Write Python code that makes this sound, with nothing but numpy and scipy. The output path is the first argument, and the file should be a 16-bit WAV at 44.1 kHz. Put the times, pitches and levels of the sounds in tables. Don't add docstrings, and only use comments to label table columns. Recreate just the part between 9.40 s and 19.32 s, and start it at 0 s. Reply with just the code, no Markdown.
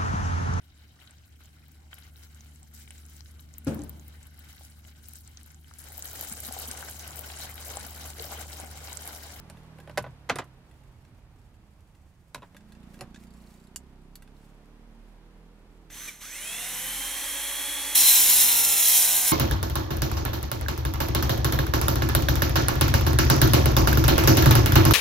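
import sys
import numpy as np
from scipy import signal
from scipy.fft import rfft, irfft
from scipy.io import wavfile
from scipy.ndimage import uniform_filter1d

SR = 44100
rng = np.random.default_rng(int(sys.argv[2]) if len(sys.argv) > 2 else 0)


def level_to_linear(level):
    exponent = np.asarray(level, float) / 20
    return 10 ** exponent


def generate_wav(sig):
    pcm = np.round(np.clip(np.atleast_2d(sig).T, -1, 1) * 32767).astype(np.int16)
    wavfile.write(sys.argv[1], SR, pcm)


N = 437472
T = np.arange(N) / SR
GEAR, TEETH = 4, 60


def level(x, db, where=slice(None)):
    return x * level_to_linear(db) / np.sqrt(np.mean(x[..., where] ** 2))


def colour(x, points):
    hz, db = np.transpose(points)
    f = np.fft.rfftfreq(x.shape[-1], 1 / SR) + 1
    gain = level_to_linear(np.interp(np.log(f), np.log(hz), db))
    return irfft(rfft(x) * gain, x.shape[-1])


def band(x, lo_hz, hi_hz, order=2):
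    return signal.sosfilt(signal.butter(order, [lo_hz, hi_hz], "band", fs=SR, output="sos"), x)


def ring(x, peaks):
    return sum(level_to_linear(db) * band(x, hz - width / 2, hz + width / 2, order=1) for hz, width, db in peaks)


def curves(table):
    s, *columns = np.transpose(table)
    return [np.interp(T, s, c) for c in columns]


def walk(rate):
    k = int(SR / rate)
    return 1.07 * uniform_filter1d(np.repeat(rng.standard_normal(N // k + 1), k), k)[:N]


def pulses(cycles, size):
    sample = np.arange(N - 1.).tolist() + [N - 2.]
    at = np.interp(np.arange(1, int(cycles[-1])), cycles, sample)
    i, part = at.astype(int), at % 1
    size = size[:len(i)]
    return np.bincount(i, size * (1 - part), N) + np.bincount(i + 1, size * part, N)


def noise():
    return rng.standard_normal(N)


# frequency in Hz, level in dB per Hz.
AIR_SPECTRUM = [(15, -33), (30, -1.5), (70, -13), (130, -19), (229, -13), (476, -20.5), (936, -21.5),
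                (1040, -24), (2610, -34), (7310, -48.5), (12500, -49.5), (16000, -66)]
# time in seconds, level in dB.
AIR_SWELL = [
    (0.0, -65),
    (2.83, -75.5),
    (3.47, -66.5),
    (4.78, -70.5),
    (4.95, -68.5),
    (6.4, -70),
]


def air():
    mid = colour(noise(), AIR_SPECTRUM)
    side = colour(colour(noise(), AIR_SPECTRUM), [(200, -16.5), (4000, 4)])
    swell_db = curves(AIR_SWELL)[0] - np.interp(2.2, *np.transpose(AIR_SWELL))
    gain = level_to_linear(-67 + swell_db + 1.25 * walk(1.112)) / band(mid, 250, 16000).std()
    return (mid + side * np.array([[1], [-1]])) * gain


# time in seconds, firing rate in Hz, loudness in dB.
ENGINE_SPEED = [(0.0, 40.45, -0.5), (0.38, 39.21, -0.5), (1.05, 33.12, 1), (1.98, 29.29, -1.5),
                (2.51, 22.83, 0), (2.98, 21.05, 1), (3.42, 29.56, 3.5), (4.11, 29.42, -0.5),
                (4.4, 32.51, 0), (4.68, 32.83, 0.5), (5.57, 38.45, 0.5), (6.26, 41.52, -1),
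                (6.59, 37.93, 0.5), (6.89, 38.52, -4.5), (7.63, 43.15, 3.5), (8.4, 47.5, 4),
                (9.12, 43.3, 3.5), (9.92, 43.9, 4)]
# start in seconds, level in dB of multiples 1, 2, 4 and 6 of the firing rate, unsteadiness in radians.
DRIVING = [
    (0, -82.5, -51.5, -51.5, -74, 0.53),
    (1.2, -66, -64, -56.5, -73.5, 2.1),
    (2.2, -68, -62, -65, -70.5, 1.62),
    (3.25, -58.5, -53.5, -65, -58.5, 0.39),
    (4.6, -50.5, -63.5, -62.5, -65, 0.49),
    (7.1, -50.5, -69, -60.5, -87, 0.45),
    (7.7, -56, -75, -75, -71, 0.89),
]
# multiple of the firing rate, level in dB (3 and 5 relative to the mean of their #
EXHAUST = [(3, -5), (5, 0), (7, -0.5), (8, 2), (9, -4.5), (10, -7.5), (11, -7.5), (12, -8.5), (13, -12.5)]
# frequency in Hz, gain in dB.
EXHAUST_COLOUR = [(30, 1), (120, 0.5), (160, 3.5), (210, 3.5), (260, -2.5), (330, -4), (430, 2.5), (600, 3)]


def engine():
    hz, loud_db = curves(ENGINE_SPEED)
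    phase = np.searchsorted([row[0] for row in DRIVING[1:]], T)
    change_s = 0.43
    driving = np.array(DRIVING, float)[phase, 1:].T
    *levels_db, unsteady = uniform_filter1d(driving, int(change_s * SR), axis=1)
    first_db, second_db, fourth_db, sixth_db = loud_db + np.array(levels_db)
    cycles = np.cumsum(hz * (1 + 0.00566 * walk(25))) / SR
    lines = {1: first_db, 2: second_db, 4: fourth_db, 6: sixth_db}
    for k, under_db in EXHAUST:
        if k < 6:
            lines[k] = under_db + (lines[k - 1] + lines[k + 1]) / 2
        else:
            lines[k] = under_db + sixth_db
    throb = 0
    for k, db in lines.items():
        wander_db = (1.5 if k < 2 else 2.6) * walk(4.4)
        waver = unsteady * (0.73 + 0.12 * k) * walk(9)
        throb = throb + level_to_linear(-1.5 + db + wander_db) * np.sin(2 * np.pi * k * cycles - 1.206 * k + waver)
    gas = np.exp(-(cycles % 1) / 0.3) * band(noise(), 470, 5500, order=1)
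    road = unsteady ** 2 * level(band(noise(), 34.9, 92), -67.5)
    return colour(throb, EXHAUST_COLOUR) + level_to_linear(sixth_db) * level(gas, -20) + road


# middle in seconds, length in seconds, level in dB.
STROKES = [
    (0.177, 0.049, -73),
    (0.45, 0.22, -82),
    (1.5, 0.28, -79),
    (2.703, 0.72, -80),
    (3.549, 0.045, -62),
    (3.828, 0.03, -62),
    (4.093, 0.15, -65.5),
    (5.04, 0.062, -71),
    (5.696, 0.059, -83),
    (6.303, 0.087, -83),
]
# frequency in Hz, level in dB per Hz.
RUSTLE_COLOUR = [(800, 2), (2500, 3.5), (3900, -5), (4500, 0.5), (5200, -1), (8000, 0), (11500, -3),
                 (16000, -5)]


def rustle():
    grains = noise() * level_to_linear(3.1 * rng.exponential(size=N) + 2.8 * walk(70))
    strokes = level_to_linear(-77.5) + sum(level_to_linear(db) * np.exp(-((T - s) / length) ** 2) for s, length, db in STROKES)
    return strokes * level(colour(grains, RUSTLE_COLOUR), -3.3)


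WOOD_BANDS_HZ = [(105, 147), (300, 1420), (1100, 3140), (2700, 7900), (7000, 12100)]
METAL_BANDS_HZ = [(1000, 7300), (5500, 12900)]


def knocks(table, modes, bands_hz, shares, lasting, ring_s, push_s, crack_s, hiss_db, detune):
    out, t = np.zeros((2, N)), T[:8192]
    hz, db, t60 = np.transpose(modes)[:, :, None]
    for s, peak_db, hard_db in table:
        chance = rng.standard_normal((3, len(hz), 1))
        hiss = rng.standard_normal(len(t))
        fade = level_to_linear(db + 2.2 * chance[0] - 60 * t / np.minimum(t60, 1.5 * ring_s))
        tones = fade * np.sin(2 * np.pi * hz * (1 + detune * chance[1]) * t + 3 * chance[2])
        tones = tones.sum(axis=0)
        blow = 0
        for (lo, hi), share, life in zip(bands_hz, shares, lasting):
            tail = level_to_linear(hiss_db - 60 * t / crack_s)
            tail = tail + level_to_linear(hiss_db - 5.5 - 60 * t / (life * ring_s))
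            tail = tail + level_to_linear(hiss_db - 22.5 - 60 * t / (2.7 * life * ring_s))
            push = 1 - np.exp(-t / (push_s * life ** 2))
            part = band((tones + hiss * tail) * push, lo, hi)
            blow = blow + level_to_linear(peak_db + share * hard_db) * part / np.abs(part).max()
        i = int(s * SR)
        out[:, i:i + len(t)] += blow
    return out


# start in seconds, peak in dB, hardness in dB (top band over main band).
BOARD_KNOCKS = [
    (0.0995, -43.5, 8.5),
    (0.386, -40.5, -2),
    (0.475, -37.5, -3),
    (0.496, -36, -2.5),
    (0.512, -58, 8.5),
    (0.5745, -17.5, 0.5),
    (0.579, -17.5, 0.5),
    (0.641, -25, -30),
    (0.6645, -29.5, -33),
    (0.689, -48.5, -18),
]
# frequency in Hz, level in dB, t60 in seconds.
BOARD_MODES = [(126.8, 1.5, .12), (244, -29, .1), (358, -19, 0.1), (394, -7, 0.13), (487, 0.5, 0.24),
               (580, 3.5, 0.2), (620, 8, 0.027), (810, 4, 0.12), (979, 2, 0.18), (1143, -3, 0.18),
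               (1510, 3, 0.094), (1770, -3, 0.045), (2000, 9, 0.017), (2250, -15, 0.044)]


def board_knocks():
    return knocks(BOARD_KNOCKS, BOARD_MODES, WOOD_BANDS_HZ, shares=(0.069, 0.2, 0.65, 1.65, 1.6),
                  lasting=(4.0, 1.3, 0.55, 0.34, 0.17), ring_s=0.057, push_s=0.00034, crack_s=0.0035,
                  hiss_db=20.0, detune=0.019)


# start in seconds, peak in dB, hardness in dB.
SHOE_TAPS = [(0.171, -49, -10), (0.401, -45, -7), (0.4344, -59, 0), (0.605, -52, 1), (0.6244, -54, 10),
             (1.0424, -63, 11), (1.3123, -52, -6), (1.436, -57, -2), (1.6494, -54.5, -16),
             (2.1414, -60, -9.5), (2.5486, -60, -20.5), (3.1661, -40.5, -8), (3.2066, -53.5, -17),
             (3.2869, -57, -5), (3.3212, -45.5, -7), (3.3501, -53, -14), (3.4306, -53, -8),
             (3.5424, -47, -4), (3.555, -54, -4), (3.701, -60, -10), (3.7447, -42.5, -25),
             (3.7594, -43.5, -23), (3.772, -54, -14), (4.8224, -44.5, -5), (4.8756, -52, -11),
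             (6.5011, -41, -17)]
# frequency in Hz, level in dB, t60 in seconds.
SHOE_MODES = [(1650, 6.5, 0.037), (1970, 0, .04), (2660, 3.5, 0.032), (3510, 2.5, 0.026), (4340, -3, 0.018),
              (5740, -8, .02), (7250, -2, .02), (10700, -1, .015)]


def shoe_taps():
    return knocks(SHOE_TAPS, SHOE_MODES, METAL_BANDS_HZ, shares=(0, 1), lasting=(1.1, .7),
                  ring_s=0.042, push_s=0.00026, crack_s=0.016, hiss_db=6.0, detune=0.024)


# start in seconds, peak in dB, hardness in dB.
FLAT_SLAPS = [
    (0.891, -25.5, -3.5),
    (0.8965, -13, -4),
    (0.957, -28, 3.5),
    (0.986, -20.5, -2),
    (1.019, -36, -26),
]
# frequency in Hz, level in dB, t60 in seconds.
FLAT_MODES = [(127, -8, .12), (320, -10.5, .1), (493, -4.5, .1), (831, -2, .071), (1263, 0.5, .08),
              (1670, -2, .05), (1990, 4.5, 0.032), (2800, -26, 0.03), (3700, -3.5, 0.033),
              (5450, -17, 0.033), (6300, -10.5, .027)]


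def flat_slaps():
    return knocks(FLAT_SLAPS, FLAT_MODES, WOOD_BANDS_HZ, shares=(0.87, 0.23, 0.19, 0.86, 2.0),
                  lasting=(4.7, 2.05, 0.88, 0.44, 0.3), ring_s=0.033, push_s=0.00041, crack_s=0.00065,
                  hiss_db=18.5, detune=0.032)


# start in seconds, peak in dB, hardness in dB.
SEATING = [
    (2.946, -29, 6.5),
    (2.956, -31, -22),
    (2.978, -40, -20),
    (3.045, -46, -20),
    (3.021, -39.5, -9),
    (3.029, -37, -14),
    (3.1467, -45.5, 1),
]
# frequency in Hz, level in dB, t60 in seconds.
BENCH_MODES = [(131, -1, .12), (221, -12, .1), (586, 0.5, .087), (1020, 12, 0.022), (1800, -16, .04),
               (2230, -13, 0.046), (2580, -7, .06), (3140, -14, .06), (3840, 13, 0.018), (4440, -16, 0.03)]


def saw_seating():
    return knocks(SEATING, BENCH_MODES, WOOD_BANDS_HZ, shares=(0, 0.14, 0.67, 0.77, 1.3),
                  lasting=(6.3, 1.9, 0.98, 0.67, 0.4), ring_s=0.034, push_s=0.00028, crack_s=0.003,
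                  hiss_db=17.0, detune=0.006)


# start in seconds, peak in dB, hardness in dB.
NUDGES = [
    (3.591, -46, 3.1),
    (3.609, -32, 7.3),
]
# frequency in Hz, level in dB, t60 in seconds.
EDGE_MODES = [(126, 15, .12), (368, 7, .082), (565, -1, .07), (750, 5, .07), (1070, -4.5, .06),
              (1950, -6, .04), (2770, 3.5, 0.031), (4120, -5, 0.023), (6800, 2, 0.025)]


def edge_nudges():
    return knocks(NUDGES, EDGE_MODES, WOOD_BANDS_HZ, shares=(1.1, 0, .3, 1.2, .9),
                  lasting=(3.5, 2.8, 0.87, 0.43, 0.52), ring_s=0.04, push_s=0.00095, crack_s=0.0042,
                  hiss_db=7.5, detune=0.007)


# start in seconds, peak in dB, hardness
# in dB.
ENGINE_TICKS = [(3.7973, -57, -4), (3.8696, -57, 1), (3.9056, -54, 2), (3.9375, -57, 5), (3.9704, -57, 0),
                (4.0033, -57, -4), (4.0383, -55, -6), (4.072, -53, -2), (4.105, -56, -4), (4.1405, -55, 3),
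                (4.1745, -58, 3), (4.1999, -58, 3), (4.2393, -58, 2), (4.2707, -55, 2), (4.9661, -58, -6),
                (5.044, -62, -8)]
# frequency in Hz, level in dB, t60 in seconds.
TICK_MODES = [(3800, -2, 0.022), (4440, 0.5, .03), (5320, -2, .02), (7360, 1, .02), (11400, -6, 0.016)]


def engine_ticks():
    return knocks(ENGINE_TICKS, TICK_MODES, [(3000, 6600), (6000, 12000)], shares=(0, 1), lasting=(1.1, .8),
                  ring_s=0.022, push_s=0.0003, crack_s=0.005, hiss_db=1.0, detune=0.026)


# start in seconds, peak in dB, hardness in dB.
LATCH = [
    (4.36, -24.5, 6.4),
    (4.7554, -36, 3.1),
]
# frequency in Hz, level in dB, t60 in seconds.
LEVER_MODES = [(1540, -7.5, .05), (2860, 6, .06), (4490, 15, .05), (6200, 3.5, .044), (7860, 5, 0.02),
               (9500, -16, 0.026), (10600, -13, .03), (13430, -12, .03)]


def lever_latch():
    return knocks(LATCH, LEVER_MODES, METAL_BANDS_HZ, shares=(0, 1), lasting=(1.1, .75),
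                  ring_s=0.018, push_s=0.0001, crack_s=0.0024, hiss_db=16.5, detune=0.019)


# time in seconds, armature speed in turns a second.
BLIP = [
    (6.49, 30),
    (6.6, 97),
    (6.655, 108),
    (6.68, 165),
    (6.72, 130),
    (6.8, 62),
]
# time in seconds, armature speed in turns a second.
LOADED = [
    (8.55, 286.5),
    (8.65, 273.5),
    (8.9, 257),
    (9.15, 234.5),
    (9.4, 227),
    (9.5, 215),
    (9.65, 212),
    (9.92, 211.6),
]


def armature():
    since = np.maximum(T - BLIP[-1][0], 0)
    run_up = 291.7 - 139.7 * np.exp(-since / .142) - 89.7 * np.exp(-since / .598)
    running = np.where(T < LOADED[0][0], run_up, curves(LOADED)[0])
    return np.where(T < BLIP[-1][0], curves(BLIP)[0], running)


# frequency in Hz, level in dB per Hz.
RUSH = [(120, -59), (200, -65), (277, -4.5), (391, -18), (561, -9), (637, -15.5), (835, -7), (1270, -11),
        (2030, -2.5), (2910, -8), (3240, -6), (3680, -7), (4740, -11), (10700, -4), (15100, -13.5)]
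# frequency in Hz, width in Hz, level in dB.
GUARD_MODES = [(6127, 94, 1.5), (8500, 92, -9), (10300, 170, -21), (12450, 540, -9)]
WHINE_MULTIPLES = 4, 8, 12, 16, 24, 44, 46, 47, 49, 50, 59, 60, 84, 93, 146, 156.6, 177, 181, 189, 193, 197
WHINE_DB = (-26, -23, -20, -24, -28, -24, -15, -13, -24, -24, -26,
            -21, -24, -24, -28, -14, -30, -27, -30, -30, -24)
STRAIN_SHARE = {46: .1, 47: .2, 59: 1.1, 60: 1.1, 189: .8, 193: .8, 197: .7, 156.6: -.6}
# multiple of the blade turn, width in Hz, level in dB.
VANES = [(128, 500, -23), (146, 600, -16), (194, 900, -15)]
# frequency in Hz, gain in dB.
HOUSING = [(200, 0), (900, -2), (1400, 0), (2000, 1), (2200, 3), (2420, -1), (2680, 3), (2930, -5),
           (3200, 3), (3450, 4), (3850, -8), (4250, 0), (4600, -4), (6000, 2), (7000, -4), (8500, 3),
           (9300, -1), (10200, 3), (11300, -7), (12700, 6), (13700, -6)]


def motor(turns, speed):
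    start_s, held_s, brake_s, brake_length_s = BLIP[0][0], BLIP[-1][0], 6.695, .018
    octaves = np.log2(speed / speed.max())
    squeal_db = 12 * np.exp(-((T - brake_s) / brake_length_s) ** 2)
    coasting = np.interp(T, (brake_s, brake_s + .03, held_s, held_s + .02), (0, 1, 1, 0))
    powered = -0.99 - coasting - 2 * np.exp(-np.maximum(T - start_s, 0) / 0.033)
    effort = np.maximum(octaves, powered)
    rush_db = -34.5 + 8.5 * effort + 0.072 * squeal_db
    rush_db = rush_db + np.where(T < brake_s, 1, -3 * (T < held_s))
    whine_db = np.interp(octaves, (-1, 0), (0, 6)) - 9 * coasting
    whine_db = whine_db - 4 * (T < brake_s - brake_length_s)
    guard_db = np.interp(octaves, (-1, 0), (7, -2))
    strain_db = 10 * np.clip(-octaves / .3, 0, 1) * (T < LOADED[0][0])

    beat = 1 + 0.14 * np.sin(2 * np.pi * GEAR * turns)
    rush = level(colour(beat * noise() * level_to_linear(0.25 * walk(34)), RUSH), 0)
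    rush = rush + (level_to_linear(18 * effort) - 1) * colour(rush, [(5000, -28), (9000, -7.0)])
    rush = rush + (level_to_linear(14 * octaves) - 1) * colour(rush, [(1000, -4.5), (1600, -44)])

    slack = np.clip(1.2 - speed / speed.max(), 0, .55)
    shudder = 0.00018 * walk(65)
    whine = 0
    for k, db in zip(WHINE_MULTIPLES, WHINE_DB):
        line_db = db + squeal_db * (55 < k < 100) + strain_db * STRAIN_SHARE.get(k, 0)
        patchy_db = 1.3 * walk(10) + 3.0 * slack * walk(45)
        phase = 2 * np.pi * k * (turns + shudder) + 1.5 * slack * walk(120)
        whine = whine + level_to_linear(line_db + patchy_db) * np.sin(phase)
    for k, width, db in VANES:
        whine = whine + level_to_linear(db + 0.00411 * k * strain_db) * walk(width) * np.sin(2 * np.pi * k * turns)
    guard = ring(noise() * level_to_linear(2.8 * walk(22)), GUARD_MODES) * level_to_linear(4.5 + guard_db)
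    on = np.clip((T - start_s) / 0.016, 0, 1) ** 2
    return on * level_to_linear(rush_db) * (rush + 0.73 * level_to_linear(whine_db) * colour(whine, HOUSING) + guard)


# frequency in Hz, gain in dB.
BENCH_NOTCH = [(4350, 0), (4520, -5), (4620, -16), (4760, -4), (4950, -12), (5100, 0)]


def bench_echo(x):
    depth = np.clip(.8 + .3 * walk(12), 0, 1)
    return x + depth * (colour(x, BENCH_NOTCH) - x)


def growl(turns, strong, rest_db):
    named = {round(k): db for k, db in strong}
    out = 0
    for k in range(1, max(named) + 1):
        phase = 2 * np.pi * (k * turns + rng.random()) + 0.5 * walk(40)
        out = out + level_to_linear(named.get(k, rest_db) + 2.2 * walk(16)) * np.sin(phase)
    return level(out, 0)


# multiple of the blade turn, level in dB.
ENTRY_STRONG = [(8, 2), (11, -2), (12, -9), (14, -0.5), (16, 4), (17, -3.5), (19, -5), (24, 4)]
# multiple of the blade turn, level in dB.
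DEEP_STRONG = [(3, -8), (6, -8.5), (8, -7.5), (10, -7), (12, -4.5), (14, -1.5), (16, -4.5), (17, -3),
               (18, -2.5), (19, -15), (20, -5.5), (23, -7.5), (28, -5), (30, 0)]


def board_growl(turns):
    deep = np.interp(T, (9.35, 9.55), (0, 1))
    return (1 - deep) * growl(turns, ENTRY_STRONG, -7.5) + deep * growl(turns, DEEP_STRONG, -15.5)


# time in seconds, level in dB.
FEED = [(8.545, -29.5), (8.555, -19.5), (8.575, -18), (8.62, -20), (8.68, -17.5), (8.785, -18),
        (8.847, -20), (8.93, -18), (9.003, -18), (9.08, -20.5), (9.157, -21.5), (9.3, -22.5), (9.4, -22),
        (9.573, -22), (9.7, -23), (9.85, -24), (9.92, -23)]
# time in seconds, level in dB over the tearing.
BITE = [
    (8.55, 4.5),
    (8.74, 3),
    (8.82, -1),
    (9.0, -1),
    (9.15, -3.5),
    (9.32, 1),
    (9.44, 0),
    (9.54, 7),
    (9.64, 1),
]
# frequency in Hz, level in dB per Hz.
CHIPS = [(180, -49), (300, -29), (467, -35), (681, -23), (871, -12.5), (1400, -21.5), (1910, -7),
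         (2250, -6), (3940, -1.5), (4560, -4.5), (5460, -1), (8230, -4), (10000, 0), (13000, -1),
         (15100, -1.5)]
# frequency in Hz, width in Hz, level in dB.
BLADE_MODES = [(4000, 110, -1), (5170, 41, -3), (5600, 68, 2.5), (6700, 62, -3), (7010, 270, -0.5),
               (8720, 100, -5), (9840, 170, -12.5), (10400, 190, -6), (11000, 170, 2), (12000, 430, -0.5),
               (13050, 200, 7)]


def cut(turns):
    entry_s = FEED[0][0]
    level_db, song_db = curves(FEED)[0], curves(BITE)[0]
    since = np.maximum(T - entry_s, 0)
    biting = slice(int(entry_s * SR), N)
    count = int(turns[-1] * TEETH) + 9
    height = np.resize(rng.standard_normal(TEETH), count)
    size = 1 + 0.79 * height + 1.1 * rng.standard_normal(count)
    flutter = .05 * (walk(60) + walk(250))
    strikes = pulses(np.maximum.accumulate(turns * TEETH + flutter), size) * level_to_linear(2.5 * walk(30))
    wobble = 1 + 0.045 * np.sin(2 * np.pi * turns) + .2 * np.sin(2 * np.pi * GEAR * turns)
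    snaps = noise() * level_to_linear(0.84 * np.minimum(rng.exponential(size=N), 6)) * level_to_linear(1.4 * walk(150))
    drive = level(strikes, -6.5, biting) * level_to_linear(song_db) + level(wobble * snaps, 0)
    tear = level(colour(drive, CHIPS), 0, biting)
    plate = sum(ring(drive * level_to_linear(3.2 * walk(14)), [mode]) for mode in BLADE_MODES)
    tear = tear + level(plate, -11.5, biting) * level_to_linear(1.5 * np.exp(-since / .08))
    tear = level(tear, 0, biting) + (level_to_linear(1 + since) - 1) * band(tear, 6200, 16400)
    entry = np.clip(since / 0.0062, 0, 1)
    return entry * (level_to_linear(level_db) * tear + level_to_linear(-43) * board_growl(turns))


# start in seconds, peak in dB.
SPLINTERS = [(8.7572, -1.5), (8.7782, -5), (8.8385, -4), (9.1307, -8.5), (9.2502, -3), (9.3014, -17),
             (9.3894, -16.5), (9.4243, -13), (9.495, -12), (9.59, -19), (9.629, -5), (9.7216, -12)]


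def splinters():
    s, db = np.transpose(SPLINTERS)
    clicks = band(np.bincount((s * SR).astype(int), level_to_linear(db), N), 4700, 9700)
    return clicks * level_to_linear(db.max()) / np.abs(clicks).max()


# frequency in Hz, gain in dB.
WALL_COLOUR = [(100, 1.5), (1000, -1), (2500, 4), (8000, 12), (16000, 9.5)]


def walls(x):
    t, t60_s = T[:4096], .07
    wash = colour(rng.standard_normal((2, 2, len(t))), WALL_COLOUR) * level_to_linear(-60 * t / t60_s) * (t > .0015)
    wash = wash * level_to_linear(-3.5) / np.sqrt((wash ** 2).sum(axis=2, keepdims=True))
    sway = 2 * walk(4)
    out = x
    for part, w in zip((np.cos(sway), np.sin(sway)), wash):
        out = out + signal.oaconvolve(x * part, w, axes=1)[:, :N]
    return out


# frequency in Hz, gain in dB.
WOOD_COLOUR = [(100, -20), (170, -17.5), (300, 0.5), (500, 0.5), (2000, 1), (4000, 1), (8000, -5.5),
               (12000, -10), (16000, -12.5)]


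def scene():
    speed = armature()
    turns = np.cumsum(speed) / GEAR / SR
    wood = board_knocks() + flat_slaps() + saw_seating() + edge_nudges()
    metal = shoe_taps() + engine_ticks() + lever_latch()
    saw = bench_echo(motor(turns, speed) + cut(turns) + splinters())
    near = rustle() + colour(wood, WOOD_COLOUR) + metal + saw
    return walls(near) * level_to_linear(1.0) + engine() * level_to_linear(np.array([[-1.6], [1.6]])) + air()


def roll_off(x):
    return signal.sosfilt(signal.butter(12, 17040, fs=SR, output="sos"), x)


def record(dry):
    f = np.fft.rfftfreq(N, 1 / SR)
    side = np.array([[.5], [-.5]])
    lag_s, top_hz = 1.6e-5, 15750
    balance_db = -0.3 + np.interp(f, (4000, 9000, 13000), (-1.3, -3.2, 2.2))
    ports = level_to_linear(side * balance_db) * np.exp(2j * np.pi * f * side * lag_s) / (1 + (f / top_hz) ** 200)
    return roll_off(np.tanh(irfft(rfft(dry) * ports, N)))


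dry = scene()
out = record(dry)
generate_wav(out)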